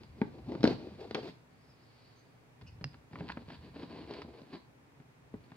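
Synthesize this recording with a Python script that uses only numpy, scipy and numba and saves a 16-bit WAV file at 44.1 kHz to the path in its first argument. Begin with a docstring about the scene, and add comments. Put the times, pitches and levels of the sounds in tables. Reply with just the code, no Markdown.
"""A loaf on a hollow plastic container in a small tiled kitchen, right beside the microphone.
First, hands push the container so that it knocks (thuds and cracks) and slides (tiny slips) on the table.
A sleeve swishes (shaped noise) and thin squeaks sound; then the crust snaps and crackles, the blade ticks
on the rim, and short saw strokes rub and scrape. Last, the container knocks and the hand takes hold again.
Under it all lie a low table rumble and steady room tone, both made from coloured noise."""
import sys
import numpy as np
from scipy import signal
from scipy.fft import rfft, irfft
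from scipy.io import wavfile
from numba import njit

SR = 44100
rng = np.random.default_rng(int(sys.argv[2]) if len(sys.argv) > 2 else 0)


def dump(signal):
    """Clip the signal to [-1, 1] and save it as 16-bit WAV at the path in sys.argv[1]."""
    limited = np.clip(np.atleast_2d(signal).T, -1, 1)
    pcm = np.round(limited * 32767).astype(np.int16)
    wavfile.write(sys.argv[1], SR, pcm)


N = 245195
TIME = np.arange(N) / SR

# Levels in the tables are relative: the sources add their own offsets.
# steady kitchen background, spectrum: f/Hz, level/dB
ROOM_SPECTRUM = [(15, -72.5), (25, -21), (59, -53), (119, -3.5), (183, -15.5), (215, -19.5), (253, -12.5),
                 (368, -21.5), (399, -17.5), (567, -23), (945, -24.5), (1240, -29), (2420, -31.5),
                 (3000, -38), (15500, -53.5)]
# low rumble of the table, spectrum: f/Hz, level/dB
RUMBLE_SPECTRUM = [(30, -39.5), (50, -13.5), (70, 1.5), (100, -3.5), (170, -8), (300, -32), (1000, -62)]
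# hand or knife presses down and loads the table: start t/s, length t/s, level/dB
LEANS_ON_TABLE = [(0, 0.5, -57.5), (0.38, 0.12, -62), (0.59, 0.63, -59.5), (2.6, 0.31, -55),
                  (3.12, 0.49, -55), (3.664, 0.61, -59), (4.503, 0.056, -64), (5.329, 0.031, -53.5)]
# the sleeve swishes as the knife is raised: t/s, level/dB
SLEEVE_SWISH = [(1.5, -82), (1.75, -76.5), (2.05, -69.5), (2.2, -75.5), (2.45, -92)]
# sound of the sleeve, spectrum: f/Hz, level/dB
SLEEVE_SPECTRUM = [(1000, -7.5), (2400, -6), (3700, -8), (4700, 0.5), (5600, -18.5), (8000, -43.5)]
# thin squeaks: start t/s, length t/s, centre f/Hz, width f/Hz, level/dB
THIN_SQUEAKS = [(1.58, 0.18, 5090, 21.2, -74), (1.824, 0.021, 5130, 50.3, -73),
                (2.157, 0.067, 6330, 270, -79), (2.66, 0.038, 2720, 300, -61),
                (2.666, 0.027, 5000, 1200, -64)]
# colour of the kitchen's echo: f/Hz, level/dB
ECHO_COLOUR = [(60, 7.5), (200, -3), (500, -6.5), (1000, -1), (2500, -5.5), (4600, 1.5), (6000, -5.5),
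               (12000, -4)]
# how the hollow container colours what rubs or knocks on it: f/Hz, level/dB
HOLLOW_COLOUR = [(190, 0.5), (330, -0.5), (430, 1.5), (560, -1), (770, 3.5), (1000, 3), (1300, -1),
                 (1900, -0.5), (2450, 1.5), (3500, -0.5)]
# colour difference between the two microphone ports: f/Hz, left minus right level/dB
PORT_COLOUR = [(110, -2), (400, 1.9), (700, -0.1), (1300, -1.7), (2400, -0.5), (4400, -3), (8000, -0.5)]
# the container knocks on the table: t/s, crack level/dB, treble level/dB, thud level/dB, thud f/Hz
TABLE_KNOCKS = [(0.0339, -54.5, -58, -53, 118), (0.2162, -31.5, -57, -19, 227),
                (0.5196, -46, -55.5, -33.5, 305), (0.5514, -43, -63, -35, 171),
                (0.607, -48, -56.5, -38, 288), (0.6315, -32.5, -37.5, -28.5, 305),
                (0.6408, -26, -31.5, -11.5, 281), (0.6532, -28, -37.5, -26.5, 242),
                (0.6752, -36, -36, -17, 307), (0.8711, -66, -73, -40, 320), (1.1103, -40, -46, -35.5, 405),
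                (1.1465, -28.5, -34.5, -34, 426), (1.1523, -28.5, -43.5, -27.5, 440),
                (5.001, -57, -75, -46.5, 149), (5.3409, -51.5, -71, -34, 241),
                (5.5183, -48.5, -72, -44, 163)]
# ring of the container's walls: f/Hz, level/dB, time to fall by 60 dB t/s
CONTAINER_RING = [(167, -27, .2), (236, -20, .22), (307, -21, .2), (412, -22, .15), (480, -22, .06),
                  (552, -24, .08), (786, -29, .07), (954, -29, .06)]
# pushes over the table: start t/s, length t/s, rub level/dB, scrape level/dB, full-speed rub f/Hz
TABLE_PUSHES = [(0.0, 0.061, -57.5, -65.5, 240), (0.14, 0.17, -52.5, -66, 240), (0.31, 0.12, -50, -66, 340),
                (0.47, 0.13, -40.5, -59, 310), (0.645, 0.098, -32.5, -45.5, 326),
                (0.765, 0.2, -47.5, -59.5, 320), (0.975, 0.12, -48, -59, 460),
                (1.16, 0.054, -40, -53.5, 416), (1.212, 0.098, -43, -50.5, 322)]
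# scrape on the table, spectrum: f/Hz, level/dB
TABLE_SPECTRUM = [(400, -20), (700, -24.5), (950, -17), (1250, -14.5), (2400, -13.5), (3200, -16),
                  (4600, -13.5), (5200, -20.5), (5900, -28.5), (10000, -43.5), (16000, -42)]
# the hand settles on the container: t/s, rub level/dB, scrape level/dB, rub f/Hz
HAND_REGRIP = [(5.3, -93, -101, 242), (5.42, -61.5, -68.5, 247), (5.56, -63, -71, 214)]
# the blade ticks on the rim: t/s, crack level/dB, treble level/dB, thud level/dB, thud f/Hz
RIM_TICK = [(2.842, -32.5, -30.5, -32.5, 138)]
# ring of the blade: f/Hz, level/dB, time to fall by 60 dB t/s
BLADE_RING = [(2780, -41, 0.031), (4800, -57, 0.0074), (4980, -32, 0.018), (5800, -46, 0.015)]
# the crust gives way: t/s, crack level/dB, treble level/dB, thud level/dB, thud f/Hz
CRUST_SNAPS = [(2.613, -56, -48.5, -46, 116), (2.8116, -52.5, -50, -40, 161),
               (2.9432, -50.5, -50, -49, 114), (3.1323, -51.5, -51, -43, 127), (3.1565, -44, -64, -51, 163),
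               (3.2073, -47.5, -67, -32.5, 162), (3.295, -41, -48, -43.5, 180),
               (3.3005, -37, -52, -47, 279), (3.3717, -42, -58, -37.5, 240), (3.4827, -61, -58, -44.5, 194),
               (3.5027, -45.5, -46, -62, 254), (4.1094, -65, -40, -38.5, 395), (4.137, -69, -35, -74, 331),
               (4.2191, -46, -40.5, -50, 427), (4.248, -74, -74, -44, 246), (4.4173, -69, -48, -47, 238)]
# sound of the crust, spectrum: f/Hz, level/dB
CRUST_SPECTRUM = [(400, -25), (700, -22.5), (1000, -1), (1230, -10), (1600, -4), (2300, -7.5), (3000, -7.5),
                  (3600, -9), (4500, -6), (5100, -14.5), (5900, -29.5), (10000, -38.5), (16000, -58)]
# saw strokes: start t/s, length t/s, rub level/dB, scrape level/dB, full-speed rub f/Hz
SAW_STROKES = [(3.11, 0.2, -50.5, -62.5, 228), (3.36, 0.083, -55.5, -65, 248),
               (3.49, 0.078, -51, -54.5, 228), (3.6, 0.12, -56, -61.5, 235), (3.74, 0.13, -48, -55.5, 280),
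               (3.885, 0.165, -47, -56, 276), (4.07, 0.16, -47.5, -53.5, 365),
               (4.275, 0.04, -52.5, -65.5, 333), (4.315, 0.11, -55.5, -62.5, 403),
               (4.515, 0.062, -46.5, -54, 242)]

ROOM_TONE_DB, RESTING_RUMBLE_DB = -61.5, -73
LEAN_ATTACK_S, LEAN_RELEASE_DB_PER_S = 0.018, 118.5
KITCHEN_T60_S = 0.33  # the echo falls by 60 dB in this time
CUTOFF_HZ = 15800


def from_db(db):
    """Turn decibels into gain."""
    return 10 ** (np.asarray(db) / 20)


def rms_one(x):
    """Scale a signal to rms (average strength) 1."""
    return x / np.sqrt(np.mean(x ** 2) + 1e-20)


def at_hz(points, size):
    """Read a table between its points, on a log-frequency axis, at each bin of a transform."""
    hz, value = np.transpose(points)
    bins_hz = np.fft.rfftfreq(size, 1 / SR) + 1e-3
    return np.interp(np.log(bins_hz), np.log(hz), value)


def coloured(x, spectrum):
    """Shape the spectrum of a sound and scale it to rms 1."""
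    size = x.shape[-1]
    return rms_one(irfft(rfft(x) * from_db(at_hz(spectrum, size)), size))


def passed(x, hz, kind, order=2):
    """Let through only what lies below ("low") or above ("high") a frequency."""
    return signal.sosfilt(signal.butter(order, hz, kind, fs=SR, output="sos"), x + 1e-18)


def drift(rate):
    """Wander smoothly at random between about `rate` new values a second; rms 1."""
    knots = rng.standard_normal(4000)
    return rms_one(np.interp(TIME * rate, np.arange(len(knots)), knots))


def ring(clicks, hz, t60):
    """A click of size 1 starts a dying sine of height 1."""
    decay = from_db(-60 / (t60 * SR))
    turn = 2 * np.pi * hz / SR
    return signal.lfilter([0, np.sin(turn)], [1, -2 * decay * np.cos(turn), decay * decay], clicks + 1e-18)


@njit
def resonate(x, step, damping):
    """A damped resonance whose centre (radians per sample) moves."""
    out, low, band = np.zeros(len(x)), 0., 0.
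    for i in range(len(x)):
        low += step[i] * band
        band += step[i] * (x[i] - low - damping * band)
        out[i] = band
    return out


def grains(per_s, spread_db, clump_db):
    """Tiny slips and breaks of uneven size, stronger in clumps; rms 1."""
    sizes = from_db(spread_db * np.minimum(rng.exponential(1, N), 4) + clump_db * drift(90))
    happens = rng.random(N) < per_s / SR
    return rms_one(happens * sizes * rng.choice([-1, 1], N))


def level(s, db):
    """Gain along a curve, fading down to -120 dB just outside it."""
    return from_db(np.interp(TIME, np.r_[s[0] - .05, s, s[-1] + .05], np.r_[-120, db, -120]))


def stereo_noise(size, likeness_hz, bass_side=0):
    """Two channels of noise that are more alike below likeness_hz."""
    mid, side = rng.standard_normal((2, size))
    side = passed(side, likeness_hz, "high", order=1) + bass_side * side
    return np.array([mid + side, mid - side])


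def room_tone(likeness_hz):
    """Steady kitchen background: coloured noise, more alike in both ears in the bass."""
    return from_db(ROOM_TONE_DB) * coloured(stereo_noise(N, likeness_hz, bass_side=0.21), ROOM_SPECTRUM)


def table_rumble(side_db):
    """Rumble builds as weight comes on, holds, then sinks to a faint rest; nearly alike in both ears."""
    load = np.zeros(N)
    for start, length, db in LEANS_ON_TABLE:
        attack = np.clip((TIME - start) / LEAN_ATTACK_S, 0, 1)
        time_after = np.maximum(TIME - start - length, 0)
        load += attack * from_db(db - LEAN_RELEASE_DB_PER_S * time_after)
    mid, side = rng.standard_normal((2, N))
    noise = mid + from_db(side_db) * np.array([side, -side])
    return np.hypot(load, from_db(RESTING_RUMBLE_DB)) * coloured(noise, RUMBLE_SPECTRUM)


def kitchen(x, wet_db, pan_db, lead_ms):
    """Sound reaches the ports slightly apart (lead above 0: left first); tiles add a spread-out tail."""
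    # the sources are wide, so the phase between the ports levels off in the treble
    radians = 2 * np.pi * np.fft.rfftfreq(N, 1 / SR) * lead_ms / 1000
    phase = 1.7 * np.tanh(radians / 1.7)
    sides = np.array([[.5], [-.5]])
    direct = irfft(rfft(x) * np.exp(1j * phase * sides), N) * from_db(pan_db * sides)
    t = np.arange(SR // 2) / SR
    fade_in = np.clip(t / 0.0031 - .5, 0, 1)
    tail = coloured(stereo_noise(len(t), likeness_hz=360), ECHO_COLOUR)
    tail *= from_db(-60 * t / KITCHEN_T60_S) * fade_in
    tail /= np.sqrt(np.sum(tail ** 2) / 2)
    return direct + from_db(wet_db) * signal.fftconvolve(x[None], tail, axes=1)[:, :N]


def hollow(x):
    """The container's cavity lifts some bands and swallows others."""
    return irfft(rfft(x) * from_db(at_hz(HOLLOW_COLOUR, N)), N)


def ports(x):
    """The two microphone ports hear nearby sounds in slightly different colours."""
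    return irfft(rfft(x) * from_db(at_hz(PORT_COLOUR, N) * np.array([[.5], [-.5]])), N)


def sleeve_swish():
    """Cloth noise swells and fades as the knife is raised."""
    return level(*np.transpose(SLEEVE_SWISH)) * coloured(rng.standard_normal(N), SLEEVE_SPECTRUM)


def squeaks():
    """Short rubbing squeaks: noise in a limited band, rising and falling smoothly."""
    out = np.zeros(N)
    for start, length, hz, width_hz, db in THIN_SQUEAKS:
        progress = np.clip((TIME - start) / length, 0, 1)
        shape = np.sqrt(np.maximum(np.sin(np.pi * progress), 0))
        band = signal.butter(2, [hz - width_hz / 2, hz + width_hz / 2], "band", fs=SR, output="sos")
        out += from_db(db) * shape * rms_one(signal.sosfilt(band, rng.standard_normal(N)))
    return out


def contacts(rows, thud_cycles, thud_db, overtone, overtone_db, ring_db, crack_db, treble_db, crack_s):
    """Each contact: a short crack, a damped thud of the loaded base and a faint ring of the walls."""
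    thuds, cracks, trebles, blows = np.zeros((4, N + SR))
    t = np.arange(SR // 8) / SR
    for s, crack, treble, thud, hz in rows:
        start = int(s * SR)
        span = slice(start, start + len(t))
        cycles = hz * t
        swing = np.sin(2 * np.pi * cycles) + from_db(overtone_db) * np.sin(2 * np.pi * overtone * cycles)
        onset = 1 - np.exp(-cycles / 0.81)  # the base needs part of a cycle to get going
        # the thud falls by 60 dB in thud_cycles swings
        thuds[span] += from_db(thud + thud_db - 60 * cycles / thud_cycles) * swing * onset
        burst = rng.standard_normal(len(t)) * np.exp(-t / crack_s)
        burst[0] += 4  # an extra click at first touch
        cracks[span] += from_db(crack + crack_db) * burst
        trebles[span] += from_db(treble + treble_db) * burst
        blows[start] = from_db(thud + ring_db)
    walls = sum(from_db(db) * ring(blows, hz, t60) for hz, db, t60 in CONTAINER_RING)
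    cracks = passed(passed(cracks, 540, "high"), 2073, "low", order=4)
    trebles = passed(trebles, 2190, "high")
    # little is heard above about 5 kHz
    faint_top = from_db(-29) * passed(trebles, 9500, "low")
    trebles = passed(trebles, 4870, "low", order=8) + faint_top
    return (passed(thuds, 150, "high") + passed(walls, 210, "high") + cracks + trebles)[:N]


def container_knocks():
    """The container hits the table with cracks, deep thuds and ringing walls."""
    return contacts(TABLE_KNOCKS, thud_cycles=4.57, thud_db=16, overtone=1.573, overtone_db=-7.5,
                    ring_db=4, crack_db=11.0, treble_db=13, crack_s=0.0034)


def strokes(rows, dip_db, rise_share, fall_share, pitch_sag):
    """Each stroke speeds up, runs and slows down, softer and lower at its ends; returns a friction curve."""
    phases = [(0, 1), (rise_share, 0), (fall_share, 0), (1, 1)]  # (share of the stroke, slowness)
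    curve = []
    for start, length, rub, scrape, hz in rows:
        for share, slow in phases:
            dip = slow * dip_db
            curve.append((start + share * length, rub - dip, scrape - dip, hz * (1 - pitch_sag * slow)))
    return sorted(curve)


def friction(curve, spectrum, per_s, spread_db, clump_db, damping, rub_db, scrape_db):
    """Slips shake the container at the curve's pitch (the rub) and add a brighter scrape."""
    s, rub, scrape, pitch_hz = np.transpose(curve)
    slips = grains(per_s, spread_db, clump_db)
    step = 2 * np.pi * np.interp(TIME, s, pitch_hz) / SR
    body = resonate(slips, step, damping) / np.sqrt(step)
    body = rms_one(passed(passed(body, 792, "low", order=4), 73, "high"))
    return body * level(s, rub + rub_db) + coloured(slips, spectrum) * level(s, scrape + scrape_db)


def container_slide():
    """Dense, even slips as the container is pushed over the table."""
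    pushes = strokes(TABLE_PUSHES, dip_db=7, rise_share=0.19, fall_share=0.63, pitch_sag=0.66)
    return friction(pushes, TABLE_SPECTRUM, per_s=9700, spread_db=1.0, clump_db=2.5, damping=0.41,
                    rub_db=-1, scrape_db=-3.0)


def hand_regrip():
    """Sparser, uneven slips as the hand settles on the container."""
    return friction(HAND_REGRIP, CRUST_SPECTRUM, per_s=1300, spread_db=5.5, clump_db=2.0, damping=0.36,
                    rub_db=-4, scrape_db=-3)


def blade_tick():
    """The blade pings briefly and sets the container rocking."""
    strike = np.zeros(N)
    strike[int(RIM_TICK[0][0] * SR)] = 1
    ping = passed(sum(from_db(db) * ring(strike, hz, t60) for hz, db, t60 in BLADE_RING), 1200, "high")
    tick = ping + contacts(RIM_TICK, thud_cycles=17.3, thud_db=6.0, overtone=1.8, overtone_db=-21,
                           ring_db=0.5, crack_db=11.5, treble_db=2.0, crack_s=0.0012)
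    # the tick is dull above about 6 kHz
    return passed(tick, 6300, "low", order=8) + from_db(-3.0) * passed(tick, 9300, "high")


def crumbs(per_s, crumb_db, lead_s, fade_db_per_s):
    """The crust crackles: small breaks build up to each snap and die away after it."""
    stress = np.zeros(N)
    for s, crack, *_ in CRUST_SNAPS:
        build_up = np.clip(1 + (TIME - s) / lead_s, 0, 1)
        stress += from_db(crack - fade_db_per_s * np.maximum(TIME - s, 0)) * build_up
    breaks = coloured(grains(per_s, spread_db=5, clump_db=7.5), CRUST_SPECTRUM)
    return from_db(crumb_db) * stress * breaks


def crust_breaking():
    """The crust gives way in snaps, with crackling around them."""
    snaps = contacts(CRUST_SNAPS, thud_cycles=3.12, thud_db=21.5, overtone=2.14, overtone_db=-14.5,
                     ring_db=9.0, crack_db=12.5, treble_db=-1.5, crack_s=0.0043)
    return snaps + crumbs(per_s=860, crumb_db=-15, lead_s=0.036, fade_db_per_s=510)


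def sawing():
    """The blade slips and scrapes through the loaf in short strokes."""
    cuts = strokes(SAW_STROKES, dip_db=9.5, rise_share=0.18, fall_share=0.75, pitch_sag=0.26)
    return friction(cuts, CRUST_SPECTRUM, per_s=2200, spread_db=2.5, clump_db=1.4, damping=0.51,
                    rub_db=-0.5, scrape_db=-3)


def scene():
    """The container is shifted, the knife raised, the loaf cut and the container gripped again."""
    near = kitchen(squeaks() + sleeve_swish(), wet_db=-5.5, pan_db=1.5, lead_ms=0.057)
    near += kitchen(hollow(container_knocks()), wet_db=-9.5, pan_db=1.5, lead_ms=0.2)
    near += kitchen(hollow(container_slide()), wet_db=-7.5, pan_db=1.5, lead_ms=0.15)
    near += kitchen(blade_tick(), wet_db=-16, pan_db=-1, lead_ms=-0.17)
    near += kitchen(hollow(crust_breaking()), wet_db=-12.5, pan_db=0.0, lead_ms=0.12)
    near += kitchen(hollow(sawing() + hand_regrip()), wet_db=-7.0, pan_db=1, lead_ms=0.063)
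    return ports(near) + table_rumble(side_db=-15.5) + room_tone(likeness_hz=624)


def record(dry):
    """A steep low-pass filter removes the very top."""
    return signal.sosfilt(signal.ellip(10, .1, 80, CUTOFF_HZ, fs=SR, output="sos"), dry)


dry = scene()
out = record(dry)
dump(out)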